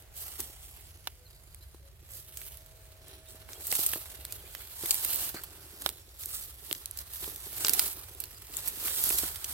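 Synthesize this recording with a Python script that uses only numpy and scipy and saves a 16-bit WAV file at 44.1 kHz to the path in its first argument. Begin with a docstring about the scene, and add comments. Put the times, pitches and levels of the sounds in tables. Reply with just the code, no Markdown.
"""Someone wades slowly through dry grass and reeds in an open field, carrying the microphone.
Light strides come first, over faint wind, a thin hum and a far bird's hoots; small birds chirp now and then.
From about 3.5 s the legs push harder: blades hiss with countless tiny slips, stems bend and snap, feet thud.
The hum fades by 6 s and the walking eases, then the heaviest strides follow from 7.5 s.
The wind swells briefly just before the end."""
import sys
import numpy as np
from scipy import signal
from scipy.fft import rfft, irfft, next_fast_len
from scipy.io import wavfile
from scipy.ndimage import uniform_filter1d

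SR = 44100
rng = np.random.default_rng(int(sys.argv[2]) if len(sys.argv) > 2 else 0)


def master(y):
    """Save y as 16-bit WAV."""
    cut = np.clip(np.atleast_2d(y).T, -1, 1)
    pcm = np.round(cut * 32767)  # scale
    wavfile.write(sys.argv[1], SR, pcm.astype(np.int16))


N = 420273
TIME = np.arange(N) / SR
PORT_LAG_S = 0.00013  # nominal; the grass lies a little to the right, so the left port hears it later


def undb(db):
    """Decibels to gain."""
    return 10 ** (np.asarray(db) / 20)


def curves(table):
    """The columns of a table, joined by straight lines in time."""
    times, *columns = np.transpose(table)
    return [np.interp(TIME, times, column) for column in columns]


def unit(x):
    """Scale to rms 1."""
    return x / np.sqrt(np.mean(x ** 2) + 1e-18)


def pan(db):
    """Constant-power gains; db is left minus right."""
    return unit(undb(np.array([[db], [-db]]) / 2))


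def add(out, start_s, sound):
    """Mix a sound in at its start time."""
    i = int(start_s * SR)
    out[..., i:i + sound.shape[-1]] += sound[..., :N - i]


def wander(rate_hz):
    """Smooth random drift with a spread near 1."""
    hold = int(SR / rate_hz)
    return 1.2 * uniform_filter1d(np.repeat(rng.standard_normal(N // hold + 1), hold), hold)[:N]


def colour(x, points, size=2048, ripple_db=0, ripple_hz=700):
    """Causal EQ plus random resonances about ripple_hz apart; white noise keeps its power."""
    hz, db = np.transpose(points)
    f = np.maximum(np.arange(size // 2 + 1) * SR / size, 1)
    ripple = np.interp(f / ripple_hz, np.arange(128), rng.standard_normal(128))
    gain = unit(undb(np.interp(np.log(f), np.log(hz), db) + ripple_db * ripple))
    cepstrum = irfft(np.log(gain))
    cepstrum[1:size // 2] *= 2  # fold to minimum phase
    cepstrum[size // 2 + 1:] = 0
    impulse = irfft(np.exp(rfft(cepstrum)))
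    return signal.oaconvolve(x, impulse[None], axes=1)[:, :x.shape[1]]


def port_noise(bass, treble, lag_s=0, count=N):
    """Noise at two microphone ports, with the given likeness (0-1) below and above 1300 Hz."""
    size = next_fast_len(count, True)
    f = np.arange(size // 2 + 1) * SR / size
    likeness = np.clip(treble + (bass - treble) / (1 + (f / 1300) ** 2), 0, 1)
    shared, left, right = rfft(rng.standard_normal((3, size)))
    common = np.sqrt(likeness) * np.array([shared * np.exp(-2j * np.pi * f * lag_s), shared])
    apart = np.sqrt(1 - likeness) * np.array([left, right])
    return irfft(common + apart, size)[:, :count]


def grains(per_s, spread_db, decay_s, ring_s, ring):
    """Envelope of random slips: many small, few large, each a tick with a short ring; mean power 1."""
    chance, size = rng.random(N), np.minimum(rng.standard_normal(N), 2.6)
    energy = undb(spread_db * size) ** 2
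    slips = (chance < per_s / SR) * energy / energy.mean() * SR / per_s
    t = TIME[:SR // 20]
    fade = (1 - ring) * np.exp(-2 * t / decay_s) / decay_s + ring * np.exp(-2 * t / ring_s) / ring_s
    return np.sqrt(np.maximum(signal.oaconvolve(slips, fade / fade.sum())[:N], 0))


# Tone of the wind and of the field's hush. Each row: frequency in Hz, relative level in dB.
WIND_EQ = [(12, -31), (25, -28), (40, -3), (50, -6), (63, 4), (80, -4), (100, -4), (122, -14.5),
           (146, -12.5), (185, -29), (400, -45), (1500, -60)]
HUSH_EQ = [(100, 2), (220, -12.5), (400, 1), (600, 0.5), (1000, -8), (2200, -6), (3300, -9.5), (6000, -13),
           (10000, -9.5), (16000, -11.5)]

def air():
    """Low wind rumble that swells late on, over the faint hush of the whole field."""
    gust_db, = curves([(0, -54), (2.5, -54), (4.2, -54.5), (6, -56), (7.2, -54.5), (8.8, -55),
                       (9.25, -49.5), (9.5, -54)])
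    rumble = colour(port_noise(0.91, .4), WIND_EQ, size=16384) * undb(gust_db + 0.27 * wander(6))
    hush = colour(port_noise(0.57, 0.036), HUSH_EQ) * undb(-63 + 3.3 * wander(3.25))
    return rumble * pan(-1.3) + hush


# The hum's fader ride. Each row: time in seconds, level in dB.
HUM_FADER = [(0, -75), (2.1, -82.5), (2.3, -71), (3.45, -64.5), (3.65, -71.5), (4.25, -66.5), (4.5, -80),
             (5.8, -77), (6.2, -90)]

def far_hum(hz=642):
    """A thin, distant tone that wavers slightly in pitch and level."""
    level_db, = curves(HUM_FADER)
    gain = undb(level_db + 0.43 * wander(13))
    pitch = hz * (1 + 0.0023 * wander(19))
    return gain * np.sqrt(2) * np.sin(2 * np.pi * np.cumsum(pitch) / SR)


# Small birds. Each row: start in seconds, first and last pitch in Hz, level in dB.
CHIRP_CUES = [(1.25, 4200, 3670, -60), (1.607, 3650, 4030, -60.5), (3.26, 3300, 3670, -60.5),
              (3.29, 4250, 3980, -64), (3.545, 2830, 3300, -58), (4.19, 3350, 2850, -72),
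              (4.285, 2050, 2550, -57), (4.38, 3270, 2700, -60), (4.45, 2070, 2500, -62),
              (4.545, 3100, 2700, -61), (4.61, 1990, 2390, -62), (8.225, 4450, 3800, -56),
              (8.35, 4870, 4300, -56.5)]
# A hooting bird. Each row: start in seconds, pitch in Hz, level in dB.
HOOT_CUES = [(.42, 540, -69), (1.15, 498, -68), (1.78, 552, -67), (2.07, 530, -67)]

def far_birds(chirp_s=0.0356, hoot_s=.15):
    """Gliding chirps and soft hoots, scattered by the reeds on their way."""
    calls = np.zeros(N)
    progress = np.linspace(0, 1, int(chirp_s * SR))
    arch = np.sin(np.pi * progress)
    for start_s, first_hz, last_hz, db in CHIRP_CUES:
        pitch = (first_hz + (last_hz - first_hz) * progress) * (1 + 0.0685 * arch)
        add(calls, start_s, undb(db) * arch * np.sqrt(2) * np.sin(2 * np.pi * np.cumsum(pitch) / SR))
    t = TIME[:int(hoot_s * SR)]
    for start_s, hz, db in HOOT_CUES:
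        add(calls, start_s, undb(db) * np.hanning(len(t)) * np.sqrt(2) * np.sin(2 * np.pi * hz * t))
    t = TIME[:SR // 3]
    scatter = unit(rng.standard_normal((2, len(t))) * np.exp(-t / 0.033)) / np.sqrt(len(t))
    return calls + undb(-10) * signal.oaconvolve(calls[None], scatter, axes=1)[:, :N]


# The rustle between strides. Each row: time in seconds, then blade, stalk and thatch levels in dB.
RUSTLE_BED = [(0, -52.5, -64.5, -65), (.1, -80, -67.5, -78), (.5, -59, -62, -88), (.85, -53, -61, -67),
              (1.2, -62, -70.5, -76), (1.55, -57.5, -66.5, -78), (1.9, -64, -69, -69.5),
              (2.5, -51, -63, -72), (2.75, -61.5, -71.5, -84), (3.45, -59.5, -60.5, -68),
              (4.1, -48, -56, -66), (4.45, -51.5, -59, -67.5), (5.5, -50, -56.5, -62),
              (6.1, -56, -68, -70.5), (6.9, -49.5, -57.5, -70.5), (8.35, -49.5, -60.5, -65),
              (9.53, -44.5, -53.5, -65.5)]
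# A leg sweeps through the grass. Each row: time of full push, attack and hold in seconds,
# then blade hiss, stalk scrape and leg rub in dB.
LEG_SWEEPS = [(0.178, 0.054, 0.031, -39.5, -56, -74), (0.291, .12, 0.033, -42.5, -53.5, -73),
              (0.398, 0.032, 0.014, -39, -54, -56.5), (0.666, 0.19, 0.032, -49, -69, -76),
              (2.152, 0.08, 0.027, -42.5, -59.5, -88), (2.38, .12, 0.097, -46.5, -61.5, -80),
              (3.072, 0.089, 0.062, -55.5, -57, -59), (3.293, .04, 0.025, -49.5, -68, -59.5),
              (3.505, .04, 0.026, -46, -54, -62), (3.65, 0.11, .04, -38.5, -57, -57),
              (3.709, 0.049, 0.09, -32, -50, -69), (3.828, 0.065, 0.11, -35.5, -52, -60),
              (4.33, 0.029, 0.019, -44.5, -60, -67), (4.517, 0.065, 0.022, -47.5, -66, -77),
              (4.6, 0.037, 0.019, -48.5, -57.5, -66), (4.906, 0.28, .34, -33.5, -46.5, -79),
              (5.82, 0.15, .05, -43.5, -55, -54), (6.197, 0.027, 0.069, -41, -57.5, -70),
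              (6.307, 0.088, 0.11, -39.5, -55.5, -79), (6.705, 0.24, 0.034, -43, -57.5, -61.5),
              (6.985, .04, 0.026, -47, -75, -81), (7.135, 0.061, 0.034, -40, -55.5, -75),
              (7.207, 0.04, 0.072, -39.5, -53, -57.5), (7.462, 0.3, 0.18, -42.5, -54.5, -64),
              (7.611, .09, 0.15, -33.5, -45, -53.5), (7.789, 0.073, 0.062, -31.5, -45, -55.5),
              (8.196, .02, 0.031, -50, -63, -79), (8.564, 0.079, 0.021, -41.5, -51.5, -54.5),
              (8.664, .04, 0.015, -40, -51.5, -52.5), (8.871, 0.2, 0.043, -33, -45, -52),
              (8.965, 0.11, 0.23, -30, -47, -58), (9.234, 0.059, 0.046, -36, -45.5, -66),
              (9.484, 0.072, .04, -39, -51.5, -67)]
RELEASE_S = .16  # the blades spring back; attack and release each span 20 dB

def effort():
    """Hiss, scrape and rub levels in dB: each sweep swells, holds and lets go over the rustle bed."""
    power = undb(np.array(curves(RUSTLE_BED))) ** 2
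    for push_s, attack_s, hold_s, *levels_db in LEG_SWEEPS:
        early, late = np.maximum(push_s - TIME, 0), np.maximum(TIME - push_s - hold_s, 0)
        shape_db = -20 * (early / attack_s + late / RELEASE_S)
        near = shape_db > -60
        power[:, near] += undb(np.array(levels_db)[:, None] + shape_db[near]) ** 2
    return 10 * np.log10(power)


# Footfalls on matted ground. Each row: start in seconds, level in dB, decay in seconds.
FOOTFALLS = [(.394, -45.5, 0.029), (1.744, -52, 0.006), (3.723, -49, 0.0094), (3.79, -41, 0.0073),
             (3.957, -40.5, 0.012), (4.834, -39.5, 0.017), (5.343, -40, 0.023), (6.711, -39.5, 0.0088),
             (7.225, -50, 0.0073), (7.276, -43.5, 0.011), (7.646, -39.5, 0.018), (7.699, -46, 0.037),
             (9.105, -39.5, 0.0051), (9.232, -38, 0.015)]
# A boot scraping over stalks. Each row: start in seconds, level in dB, length in seconds.
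BOOT_SCUFFS = [(3.95, -47, .025), (4.592, -56, .035), (5.335, -45, .075)]
# Muffled thatch, dull thud and raspy scuff. Each row: frequency in Hz, relative level in dB.
THATCH_EQ = [(80, -33), (160, -2), (240, -5), (380, 6), (520, -8), (800, -11), (2000, -60)]
THUD_EQ = [(50, -18), (120, -2), (220, -5.5), (350, 3), (520, -5.5), (750, -7.5), (1500, -15),
           (5000, -13.5)]
SCUFF_EQ = [(500, -37), (900, -10), (1300, 15), (1800, 11), (2400, 11), (2900, -21), (3900, -16),
            (4450, 17.5), (5500, -32), (12000, -46)]

def feet(rub_db):
    """Legs rub and the thatch crumples; footfalls land as soft, dead thuds; now and then a boot scrapes."""
    rub = port_noise(0.97, 0.98) * undb(rub_db)
    rub *= grains(350, spread_db=8, decay_s=0.006, ring_s=0.0091, ring=0.34)
    weight, blows, drag = np.zeros((3, N))
    t = TIME[:SR // 5]
    for start_s, db, decay_s in FOOTFALLS:
        add(weight, start_s, undb(db) * (1 - np.exp(-t / 0.00023)) * np.exp(-t / decay_s))
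        add(blows, start_s + 0.00223, undb(db + 7) * np.hanning(SR // 1500))
    for start_s, db, length_s in BOOT_SCUFFS:
        add(drag, start_s, undb(db) * np.sin(np.linspace(0, np.pi, int(length_s * SR))))
    scrape = port_noise(.85, .6, PORT_LAG_S) * drag
    scrape *= grains(600, spread_db=2, decay_s=.001, ring_s=.004, ring=.5)
    thuds = colour(port_noise(0.79, 1) * weight + blows, THUD_EQ)
    return (colour(rub, THATCH_EQ) + thuds + colour(scrape, SCUFF_EQ)) * pan(-1.1)


def thin_stems(hiss_db, scrape_db, count=400, most_per_s=13, spread_db=6.5):
    """Snap cues for thin stems that give way at random, more often under a hard push."""
    chance, scatter = rng.random((count, 3)), rng.standard_normal((count, 3))
    per_s = most_per_s * np.clip(undb(.5 * (hiss_db + 31)), 0, 1)
    cues = []
    for (when, luck, splinter), (crack, knock, pitch) in zip(chance, np.clip(scatter, -2, 2)):
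        i = int(when * N)
        if luck < per_s[i] * N / SR / count:
            crack_db = hiss_db[i] - 8 + spread_db * crack
            knock_db = scrape_db[i] - 1.5 + spread_db * knock
            cues.append((TIME[i], crack_db, knock_db, 3660 * np.exp(.2 * pitch), splinter / 2))
    return cues


def fracture(envelope, points, db, likeness, ripple_hz):
    """A short burst ringing with its own stem's resonances; db is its energy spread over 10 ms."""
    noise = port_noise(0.16, likeness, PORT_LAG_S * rng.random() ** 2, count=len(envelope))
    sound = colour(noise * envelope, points, size=512, ripple_db=2.5, ripple_hz=ripple_hz)
    return unit(sound) * undb(db) * np.sqrt(SR / 100 / len(envelope))


# The ring of a hollow stem. Each row: multiple of its pitch, relative level in dB.
STEM_RING = [(.04, -10), (.16, -5), (.4, 0), (.7, 0), (1.1, -2), (1.7, -2.5), (2.4, -10), (6, -35)]

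def stem_eq(stem_hz):
    """Spectrum of a hollow stem; thin, high stems radiate little below their pitch."""
    thin = np.clip((stem_hz - 2200) / 2000, 0, 1.3)
    return [(ratio * stem_hz, db + 9 * thin * min(np.log2(ratio), 0)) for ratio, db in STEM_RING]


# The bright edge of a crack. Each row: frequency in Hz, relative level in dB.
CRACK_EQ = [(3800, -23.5), (6000, -11.5), (8200, 3.5), (10000, 5), (12500, 7), (15800, 0.5)]
# The featured snaps. Each row: start in seconds, crack and knock levels in dB over 10 ms,
# stem pitch in Hz, splintering share from 0 to 1.
SNAP_CUES = [(.4036, -32.5, -43, 3650, 0.23), (1.0728, -39, -32, 2440, 0.25), (1.5462, -46, -57, 3100, 0),
             (2.3714, -38.5, -44.5, 4000, 0.8), (2.4149, -43.5, -48, 2780, 0.9),
             (3.082, -50, -61, 3300, 0.4), (3.4889, -55, -49.5, 1400, 0.5), (3.6692, -32.5, -55, 3180, 0.8),
             (3.7159, -34, -32.5, 4600, .2), (3.7254, -28.5, -34, 2100, 0.7),
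             (3.7525, -25.5, -38.5, 3800, 0.85), (3.8632, -20.5, -38.5, 3700, 0.8),
             (3.9347, -37, -35.5, 2400, 0.4), (4.0568, -50, -49.5, 2500, 0.6),
             (4.2513, -37, -44, 3460, 0.12), (4.3237, -35.5, -43, 3800, 0.5),
             (4.5499, -41, -42, 2700, 0.45), (4.8584, -30.5, -41, 3270, 0.6),
             (4.9078, -19.5, -24, 4430, 0.84), (4.9432, -27, -46, 3370, 0.8),
             (5.048, -26.5, -40, 3180, 0.8), (5.1439, -32, -58, 3820, 0.5), (5.1591, -29.5, -51, 3600, .4),
             (5.4356, -37, -48.5, 2680, 1), (5.8213, -42, -49.5, 2700, .2),
             (5.8615, -29.5, -25, 2270, 0.15), (5.8908, -34.5, -37, 3260, 0.1),
             (6.2583, -34, -64, 3300, 0.1), (6.7122, -45, -35, 2680, 0), (6.7279, -28.5, -35, 2700, 0),
             (6.8579, -33, -41, 4860, 0.1), (6.9115, -38, -54, 3770, 0.05), (6.9728, -40, -45.5, 4660, 0.5),
             (6.9884, -36, -42, 4530, .4), (7.6471, -38, -25, 3380, 0.57), (7.668, -38, -30.5, 3600, 0.5),
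             (7.6828, -25, -31, 3300, 0.4), (7.6941, -21.5, -29.5, 3500, 0.7),
             (7.7346, -21, -30.5, 4330, 1), (7.7938, -18, -25.5, 3240, 0.7), (7.8582, -36, -47, 3600, .5),
             (8.202, -31.5, -48, 3600, 0.6), (8.2386, -39, -44.5, 3670, 0.6),
             (8.5681, -30, -45, 3900, 0.87), (8.6756, -34, -43, 3630, 0.3), (8.6799, -26, -47, 3400, 0.8),
             (8.8794, -43, -40, 2480, 0.9), (9.103, -29, -38, 3200, .4), (9.185, -23.5, -36, 3480, 0.9),
             (9.4431, -33.5, -35.5, 4400, 0.8)]

def snaps(thin_cues):
    """A stem breaks with one crack, its fibres splinter after it, and the hollow tube knocks."""
    out, t = np.zeros((2, N)), TIME[:SR // 25]
    fibres = grains(5000, spread_db=7, decay_s=0.00042, ring_s=0.00074, ring=0.53)
    for k, (start_s, crack_db, knock_db, stem_hz, splinter) in enumerate(SNAP_CUES + thin_cues):
        i = k * len(t) % (N - len(t))
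        pan_db = -4.5 + 5 * rng.standard_normal()
        # a stem that splinters takes longer to give way; the grass around returns a faint tail
        tearing = np.exp(-t / (.002 + .003 * splinter)) + .07 * np.exp(-t / .012)
        splinters = unit(fibres[i:i + len(t)] * tearing)
        clean_break = unit(np.exp(-t / (.00045 + .0011 * splinter)) * (1 - np.exp(-t / .0002)))
        envelope = np.hypot(np.sqrt(1 - splinter) * clean_break, np.sqrt(splinter) * splinters)
        crack = fracture(envelope, CRACK_EQ, crack_db, likeness=.75, ripple_hz=800)
        knock = fracture(envelope, stem_eq(stem_hz), knock_db, likeness=.8, ripple_hz=350)
        add(out, start_s, crack * pan(pan_db) + knock * pan(pan_db / 2))
    return out


def passing(x, points, tuft_s=.35, **ripple):
    """The walker passes from tuft to tuft: the same EQ, with any resonances drawn afresh for each."""
    hop = int(tuft_s * SR)
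    padded = np.pad(x, ((0, 0), (hop, 2 * hop)))
    out, window = np.zeros_like(padded), signal.get_window("hann", 2 * hop)
    for i in range(0, N + hop, hop):
        out[:, i:i + 2 * hop] += colour(padded[:, i:i + 2 * hop] * window, points, size=1024, **ripple)
    return out[:, hop:hop + N]


# Blades pushed hard, blades lightly brushed, and the midrange scrape of stalks.
# Each row: frequency in Hz, relative level in dB.
BLADE_EQ = [(1500, -28.5), (2900, -6), (4400, -3), (6500, -5), (8500, 2), (10000, 3), (12500, 5),
            (15800, -2)]
BRUSH_EQ = [(1500, -10.5), (3000, -5.5), (4200, -3.5), (6800, -5), (9000, 1), (11800, 1), (13800, -5),
            (15800, -7.5)]
STALK_EQ = [(250, -10), (700, -3.5), (1000, -3.5), (1500, -1), (2200, -2.5), (3400, -1), (5500, -8),
            (12000, -57)]

def tuft(hiss_db, scrape_db, lag_s):
    """One tuft: the harder the push, the denser and brighter the slips of its blades."""
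    slips_per_s = 650 * undb(.5 * np.clip(hiss_db + 43, -25, 10))
    slips = grains(slips_per_s, spread_db=4, decay_s=.0005, ring_s=.006, ring=.62)
    # single slips close by stand out of the smooth sum of those further off
    blades = port_noise(0.98, 0.83, lag_s) * unit(np.hypot(slips, .7)) * undb(hiss_db)
    stalks = port_noise(0.98, 0.38, lag_s) * unit(np.hypot(slips, .8)) * undb(scrape_db)
    hard = np.clip((hiss_db + 57.5) / 17, 0, 1)
    hiss = hard * passing(blades, BLADE_EQ) + (1 - hard) * passing(blades, BRUSH_EQ, ripple_db=5)
    scrape = passing(stalks, STALK_EQ, ripple_db=3.5, ripple_hz=253)
    return hiss * pan(-1.3) + scrape * pan(-2.2)


def grass(hiss_db, scrape_db, tufts=3):
    """Tufts in different directions catch on the legs and let go; brittle blades tick among them."""
    contact = np.array([undb(5 * wander(17)) for _ in range(tufts)])
    shares = contact / np.sqrt(np.sum(contact ** 2, axis=0))
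    clumps = undb(1.76 * wander(70))
    lags = PORT_LAG_S * np.linspace(.5, 1.3, tufts)
    swish = clumps * sum(share * tuft(hiss_db, scrape_db, lag_s) for share, lag_s in zip(shares, lags))
    ticks = port_noise(.9, .6, PORT_LAG_S / 2)
    ticks *= grains(90, spread_db=4, decay_s=.0008, ring_s=.004, ring=.4)
    crackle = colour(ticks * undb(hiss_db), BLADE_EQ) + colour(ticks * undb(scrape_db), STALK_EQ)
    push = np.clip((hiss_db + 54) / 20, .3, 1)  # a light brush breaks few blades
    return swish + undb(-9.5) * push * crackle


def scene():
    """The walker in the open field; the legs' effort drives the grass, the rub and the thin stems."""
    hiss_db, scrape_db, rub_db = effort()
    wading = grass(hiss_db, scrape_db) + feet(rub_db)
    background = far_hum() + far_birds() + air()
    return background + wading + snaps(thin_stems(hiss_db, scrape_db))


# Tone of the two microphone ports. 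Each row: frequency in Hz, left and right gain in dB.
PORT_EQ = [(100, 0, 0), (1400, 0, 0.5), (2620, -1.5, -0.5), (4300, -1.5, 1.5), (5400, 0, -0.5),
           (6600, 3, -0.5), (7960, 1.5, 1.5), (9800, -3.5, 0), (12400, -3.5, 1.5), (13900, 3.5, 4),
           (15500, -3, 2)]

def record(dry):
    """Each port colours the sound; the recorder rounds the very loudest cracks and cuts the top."""
    hz, *sides = np.transpose(PORT_EQ)
    f = np.maximum(np.linspace(0, SR / 2, 129), 1)
    gains = [undb(np.interp(np.log(f), np.log(hz), db)) for db in sides]
    taps = [np.fft.fftshift(irfft(gain))[1:] for gain in gains]
    heard = np.array([signal.oaconvolve(x, h, mode="same") for x, h in zip(dry, taps)])
    high_cut = signal.ellip(10, .2, 70, 16100, fs=SR, output="sos")
    return signal.sosfilt(high_cut, np.tanh(heard))


dry = scene()
out = record(dry)
master(out)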